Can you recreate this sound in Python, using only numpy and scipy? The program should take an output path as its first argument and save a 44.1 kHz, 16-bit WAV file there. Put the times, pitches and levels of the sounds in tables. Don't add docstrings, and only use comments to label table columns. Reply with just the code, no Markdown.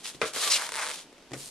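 import sys
import numpy as np
from scipy import signal
from scipy.fft import rfft, irfft
from scipy.io import wavfile
from scipy.ndimage import uniform_filter1d

SR = 44100
rng = np.random.default_rng(int(sys.argv[2]) if len(sys.argv) > 2 else 0)


def write(x):
    x = np.atleast_2d(x).T
    wavfile.write(sys.argv[1], SR, np.round(np.clip(x, -1, 1) * 32767).astype(np.int16))


N = 66150
TIME = np.arange(N) / SR

# [f/Hz, level/dB]
FLOOR_COLOUR = [(20, -4), (60, -0.5), (95, -13), (160, 0.5), (280, 3), (420, 2), (640, -0.5), (1100, -7.5),
                (2000, -8.5), (3000, -8), (6000, -14), (10000, -21.5), (12000, -26), (13500, -35)]
# [f/Hz, level/dB]
WIDTH = [(40, -4), (150, -14), (300, -19), (700, -11), (1500, -7.5), (3000, -6.5), (5000, -2.5), (8000, 0),
         (13000, -7)]
# [t/s, level/dB]
RUSTLE = [(0, -51), (.028, -52), (.045, -38), (.07, -38), (.098, -38.5), (.13, -54.5), (.15, -44),
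          (.175, -63), (.245, -45.5), (.26, -34.5), (.285, -38), (.32, -53.5), (.72, -45), (.91, -39.5),
          (.95, -41.5), (.995, -41.5), (1.04, -54.5), (1.1, -86)]
# [t/s, level/dB]
CRINKLES = [(.0405, -25), (.0454, -14.5), (.0542, -16.5), (.0568, -14.5), (.0595, -22), (.0658, -13),
            (.0683, -18.5), (.0752, -11), (.0906, -21), (.2573, -14), (.3068, -26), (.336, -10.5),
            (.3616, -7), (.4766, -4.5), (.9367, -16), (.9423, -12), (.9461, -14.5), (.9585, -15)]
# [f/Hz, level/dB]
RUSTLE_COLOUR = [(60, -21.5), (500, -7.5), (1000, -2.5), (2000, -2.5), (3400, 3.5), (5000, 0), (7000, -0.5),
                 (10000, -2), (13500, -19)]
# [t/s, level/dB]
BUMPS = [(.147, -15), (.228, -14), (1.365, -17)]
# [f/Hz, level/dB]
BUMP_COLOUR = [(25, -31), (62, -5), (90, -15.5), (125, 3.5), (200, -9.5), (300, 3), (600, -18), (3000, -34),
               (12000, -75)]
# [t/s, crack level/dB, ring level/dB]
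POPS = [(.2158, 0, -30), (.2179, -2.5, -29), (.2322, -20, -24.5), (.2412, -21, -24.5), (.2545, -22, -31),
        (.3635, -14, -35), (.371, -14, -35), (.471, -16, -36)]
# [f/Hz, level/dB]
POP_COLOUR = [(30, -39), (140, -18), (280, -1), (560, 8), (830, -4.5), (1400, 7), (1900, -1), (2350, 4),
              (2900, -6.5), (4000, -6), (6500, -15.5), (10000, -17.5), (13500, -44)]
# [f/Hz, level/dB, time to fade by 60 dB/s]
BOX_MODES = [(296, -18, 0.078), (444, -7.5, 0.095), (484.5, -7.5, 0.085), (623.6, -14, 0.18),
             (1028, -15, 0.08), (1140, -15, .08), (1275, -18, 0.1), (1654, -18, 0.075), (1907, -19, 0.1),
             (2430, -21, 0.06)]
# [t/s, level/dB]
RIP = [(.33, -45), (.345, -35), (.37, -31.5), (.395, -32.5), (.443, -25), (.456, -33.5), (.473, -27),
       (.495, -35), (.53, -29.5), (.565, -30), (.58, -41.5), (.65, -38.5), (.7, -64)]
# [f/Hz, level/dB]
RIP_COLOUR = [(60, -26), (300, -18), (550, -0.5), (900, -5), (1170, -0.5), (1450, -3.5), (2400, -2),
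              (3700, 2), (5500, -2.5), (9000, -2.5), (11000, -6), (13500, -19)]
# [t/s, rate/slips per s, level/dB]
SQUEAK = [(0.404, 1110, -65), (0.428, 1240, -32.5), (.455, 1200, -42), (0.477, 1180, -34.5),
          (0.512, 1090, -48), (0.526, 1170, -33)]
# [f/Hz, level/dB]
SQUEAK_COLOUR = [(100, -48), (700, -26), (1000, 8), (1350, -5), (2200, -14), (10000, -22)]
# [t/s, rate/fractures per s, level/dB]
ZIP = [(.5, 5660, -32), (.512, 5500, -28), (.521, 5500, -23), (.529, 4500, -29.5), (.544, 4000, -26.5),
       (.552, 3050, -31.5), (0.565, 2280, -31), (0.577, 2700, -37.5)]
# [f/Hz, level/dB]
ZIP_COLOUR = [(500, -24), (2000, 3), (3000, 5.5), (5500, 3.5), (9000, 1), (13000, -17.5)]
# [f/Hz, level/dB]
STRIP_MODES = [(2840, -2), (3370, -6), (4035, 0), (4335, -1), (4820, 0), (5155, 0), (5765, 0)]
# [t/s, level/dB, rate/slips per s]
PEEL = [(.57, -40, 600), (.595, -35, 450), (.625, -35.5, 350), (.66, -42, 300), (.71, -57, 300),
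        (.765, -45, 230), (.773, -34, 235), (.828, -32.5, 245), (.843, -37, 220), (.86, -46, 220),
        (.91, -55, 170), (.94, -62, 150)]
# [f/Hz, level/dB]
SLIP_COLOUR = [(100, -42), (280, -22), (480, -7), (900, 4), (1600, 3.5), (2250, 2), (2800, -6.5),
               (4500, -6.5), (9500, -8), (13000, -28)]
# [t/s, level/dB]
JERKS = [(.594, -13), (.621, -12), (.665, -15), (.6672, -14), (.691, -8.5), (.72, -8.5), (.722, -14),
         (.7332, -14), (.7402, -10.5), (.7463, -11), (.7553, -8.5), (.762, -8.5), (.7687, -8.5),
         (.782, -12), (.796, -11), (.8155, -12), (.8237, -13), (.8399, -10), (.8459, -11), (.8541, -11),
         (.86, -11), (.8666, -9.5), (.8745, -12), (.887, -12), (.8931, -11), (.9012, -10), (.9071, -14),
         (.9138, -9.5)]
# [f/Hz, level/dB]
JERK_COLOUR = [(70, -48), (230, -45), (450, -5.5), (620, -5.5), (780, -11.5), (950, 0), (1600, -3),
               (2200, -3.5), (2700, -6.5), (4500, -7.5), (6500, -11), (9500, -6.5), (11000, -16),
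               (13000, -26)]
# [f/Hz, level/dB, time to fade by 60 dB/s]
SHEET_MODES = [(615, -48, 0.1), (895, -39, 0.1), (1030, -47, 0.09), (2074, -43, 0.04)]
# [t/s, level/dB]
TAPS = [(1.127, -30), (1.181, -32), (1.224, -32)]
# [t/s, slap level/dB, thud level/dB]
BLOWS = [(1.3093, -29, -57), (1.3178, -21.5, -42), (1.3325, -21, -55), (1.3352, -10, -42),
         (1.3415, -16, -50)]
# [f/Hz, level/dB]
SLAP_COLOUR = [(40, -16), (90, -28), (170, 3.5), (450, 12), (800, -2.5), (1650, -1), (1880, 2.5),
               (2250, -1), (2800, -6.5), (3500, -6.5), (4300, -7.5), (9000, -9.5), (13500, -30)]
# [f/Hz, level/dB, time to fade by 60 dB/s]
EDGE_MODES = [(2200, -28, .026), (3450, -29, .02), (5300, -30, .014)]
# [f/Hz, level/dB, time to fade by 60 dB/s]
DESK_MODES = [(136, 0, .38), (205, -6, .1), (269, -1, .24), (339, -4, .17), (455, -4, .14), (700, -12, .1)]
# [t/s, level/dB]
SLIDE = [(1.31, -84), (1.345, -54), (1.39, -45), (1.43, -42.5), (1.45, -45.5), (1.475, -45.5), (1.5, -47.5)]
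# [f/Hz, level/dB]
SLIDE_COLOUR = [(200, -5.5), (800, -6.5), (1800, -9), (4200, 1.5), (6000, 0), (9000, 3), (13500, -11.5)]

FLOOR_DB = -55
SCATTER_T60_S, ROOM_T60_S = 0.1, 0.28
PAN_DB, LEFT_LEAD_S = 0.6, .00003
BEND_HZ = 2720
CUTOFF_HZ = 13900
STRIP_DB, STRIP_T60_S = -34, .04


def amp(db):
    return 10 ** (np.asarray(db) / 20)


def unit(x):
    return x / np.sqrt(np.mean(x ** 2) + 1e-20)


def level(rows, column=1):
    rows = np.array(rows)
    return amp(np.interp(TIME, rows[:, 0], rows[:, column], left=-140, right=-140))


def convolve(x, kernel):
    return np.apply_along_axis(signal.fftconvolve, -1, x, kernel)[..., :N]


def response(points, size=4096):
    hz, db = np.transpose(points)
    grid = np.maximum(np.arange(size // 2 + 1) * SR / size, 1)
    gain = amp(np.interp(np.log(grid), np.log(hz), db))
    cepstrum = irfft(np.log(gain))
    cepstrum[1:size // 2] *= 2
    cepstrum[size // 2 + 1:] = 0
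    return irfft(np.exp(rfft(cepstrum)))


def colour(x, points):
    shape = response(points)
    return convolve(x, shape / np.linalg.norm(shape))


def clicks(rows, column=1):
    rows, out = np.array(rows), np.zeros(N)
    places = np.clip((rows[:, 0] * SR).astype(int), 0, N - 1)
    out[places] = amp(rows[:, column])
    return out


def ring(x, modes):
    tones = 0
    for hz, db, t60 in modes:
        tones = tones + amp(db - 60 * TIME / t60) * np.cos(2 * np.pi * hz * TIME)
    return convolve(x, tones)


def grains(per_s, spread_db):
    sizes = amp(spread_db * np.minimum(rng.exponential(1, N), 4))
    signs = rng.choice([-1, 1], N)
    happens = rng.random(N) < per_s / SR
    return unit(sizes * signs * happens)


def slips(per_s, jitter, spread_db):
    lengths = np.exp(jitter * rng.standard_normal(N))
    sizes = amp(rng.standard_normal(N) * spread_db)
    pulled = np.cumsum(per_s) / SR
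    done = np.searchsorted(np.cumsum(lengths), pulled)
    return np.diff(done, prepend=0) * unit(sizes) * np.sqrt(SR / per_s)


def stereo_noise():
    mid, side = rng.standard_normal((2, N))
    side = convolve(side, response(WIDTH))
    return np.array([mid + side, mid - side])


def fade(t60):
    shape = amp(-60 * TIME / t60)
    return shape / np.linalg.norm(shape)


def direct(x):
    right = np.interp(TIME - LEFT_LEAD_S, TIME, x)
    return np.array([x * amp(PAN_DB), right * amp(-PAN_DB)])


def place(x, room_db):
    tails = stereo_noise() * fade(ROOM_T60_S)
    echoes = np.array([convolve(x, tail) for tail in tails])
    return direct(x) + amp(room_db) * echoes


def scatter(cracks, direct_db, burst_db, desk_db, room_db, burst_t60_s=0.0021):
    parts = [(burst_db, burst_t60_s), (desk_db, SCATTER_T60_S), (room_db, ROOM_T60_S)]
    tail_power = sum((amp(db) * fade(t60)) ** 2 for db, t60 in parts)
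    envelope = np.sqrt(np.abs(convolve(cracks ** 2, tail_power)))
    return amp(direct_db) * direct(cracks) + envelope * stereo_noise()


def disperse(x, spread_s):
    hz = np.arange(N + 1) * SR / (2 * N)
    delay = spread_s / (1 + hz / BEND_HZ)
    phase = 2 * np.pi * np.cumsum(delay) * hz[1]
    return irfft(rfft(x, 2 * N) * np.exp(-1j * phase))[..., :N]


def room_floor():
    return amp(FLOOR_DB) * unit(colour(stereo_noise(), FLOOR_COLOUR))


def crinkle():
    creases = level(RUSTLE) * grains(per_s=2000, spread_db=0.5) + clicks(CRINKLES)
    spread = scatter(creases, direct_db=-5, burst_db=-6.5, desk_db=-9, room_db=-16.5)
    return colour(disperse(spread, spread_s=0.000476), RUSTLE_COLOUR)


def bumps():
    knocks = scatter(clicks(BUMPS), direct_db=-6.5, burst_db=-6, desk_db=-23, room_db=-3)
    return colour(knocks, BUMP_COLOUR)


def pop():
    cracks = -clicks(POPS)
    burst = scatter(cracks, direct_db=-4.5, burst_db=-5, desk_db=-2.5, room_db=-2, burst_t60_s=0.0082)
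    rattle = place(ring(clicks(POPS, 2), BOX_MODES), room_db=-20)
    return colour(burst, POP_COLOUR) - rattle


def rip():
    fractures = level(RIP) * grains(per_s=5000, spread_db=2)
    tear = scatter(fractures, direct_db=-4, burst_db=-21.5, desk_db=-3.5, room_db=-6.5)
    return colour(tear, RIP_COLOUR)


def squeak():
    s, per_s, _ = np.transpose(SQUEAK)
    drag = slips(np.interp(TIME, s, per_s), jitter=0.063, spread_db=0)
    return place(level(SQUEAK, 2) * unit(colour(drag, SQUEAK_COLOUR)), room_db=-13)


def zip_up():
    s, per_s, _ = np.transpose(ZIP)
    fractures = slips(np.interp(TIME, s, per_s), jitter=0.24, spread_db=0)
    fractures = unit(fractures - uniform_filter1d(fractures, size=31))
    fractures = level(ZIP, 2) * fractures
    modes = [(hz, STRIP_DB + db, STRIP_T60_S) for hz, db in STRIP_MODES]
    ringing = place(ring(fractures, modes), room_db=-9)
    rasp = scatter(fractures, direct_db=2.5, burst_db=-4.5, desk_db=-17, room_db=-16)
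    return colour(rasp, ZIP_COLOUR) + ringing


def peel():
    s, _, per_s = np.transpose(PEEL)
    jerks = clicks(JERKS)
    stutter = level(PEEL) * slips(np.interp(TIME, s, per_s), jitter=.13, spread_db=2)
    spread = dict(direct_db=-1.5, burst_db=-7, desk_db=-8, room_db=-13, burst_t60_s=.01)
    sharp_ticks = colour(scatter(jerks, **spread), JERK_COLOUR)
    dull_ticks = colour(scatter(stutter, **spread), SLIP_COLOUR)
    ringing = place(ring(jerks + .5 * stutter, SHEET_MODES), room_db=-1)
    return disperse(sharp_ticks + dull_ticks, spread_s=0.000784) + ringing


def hand():
    touches = clicks(BLOWS) + clicks(TAPS)
    slaps = scatter(touches, direct_db=-2, burst_db=-2.5, desk_db=-6, room_db=-6, burst_t60_s=.018)
    slaps = disperse(colour(slaps, SLAP_COLOUR), spread_s=0.00143)
    hardest = max(BLOWS, key=lambda blow: blow[1])
    crack = place(ring(clicks([hardest]), EDGE_MODES), room_db=-12)
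    thuds = place(ring(clicks(BLOWS, 2), DESK_MODES), room_db=-18)
    rubbing = level(SLIDE) * grains(per_s=5100, spread_db=-0.5) * stereo_noise()
    return slaps + crack + thuds + colour(rubbing, SLIDE_COLOUR)


def scene():
    film = crinkle() + pop() + rip() + squeak() + zip_up() + peel()
    return room_floor() + film + bumps() + hand()


def record(dry):
    low_pass = signal.ellip(10, .3, 80, CUTOFF_HZ, fs=SR, output="sos")
    return signal.sosfilt(low_pass, dry)


dry = scene()
out = record(dry)
write(out)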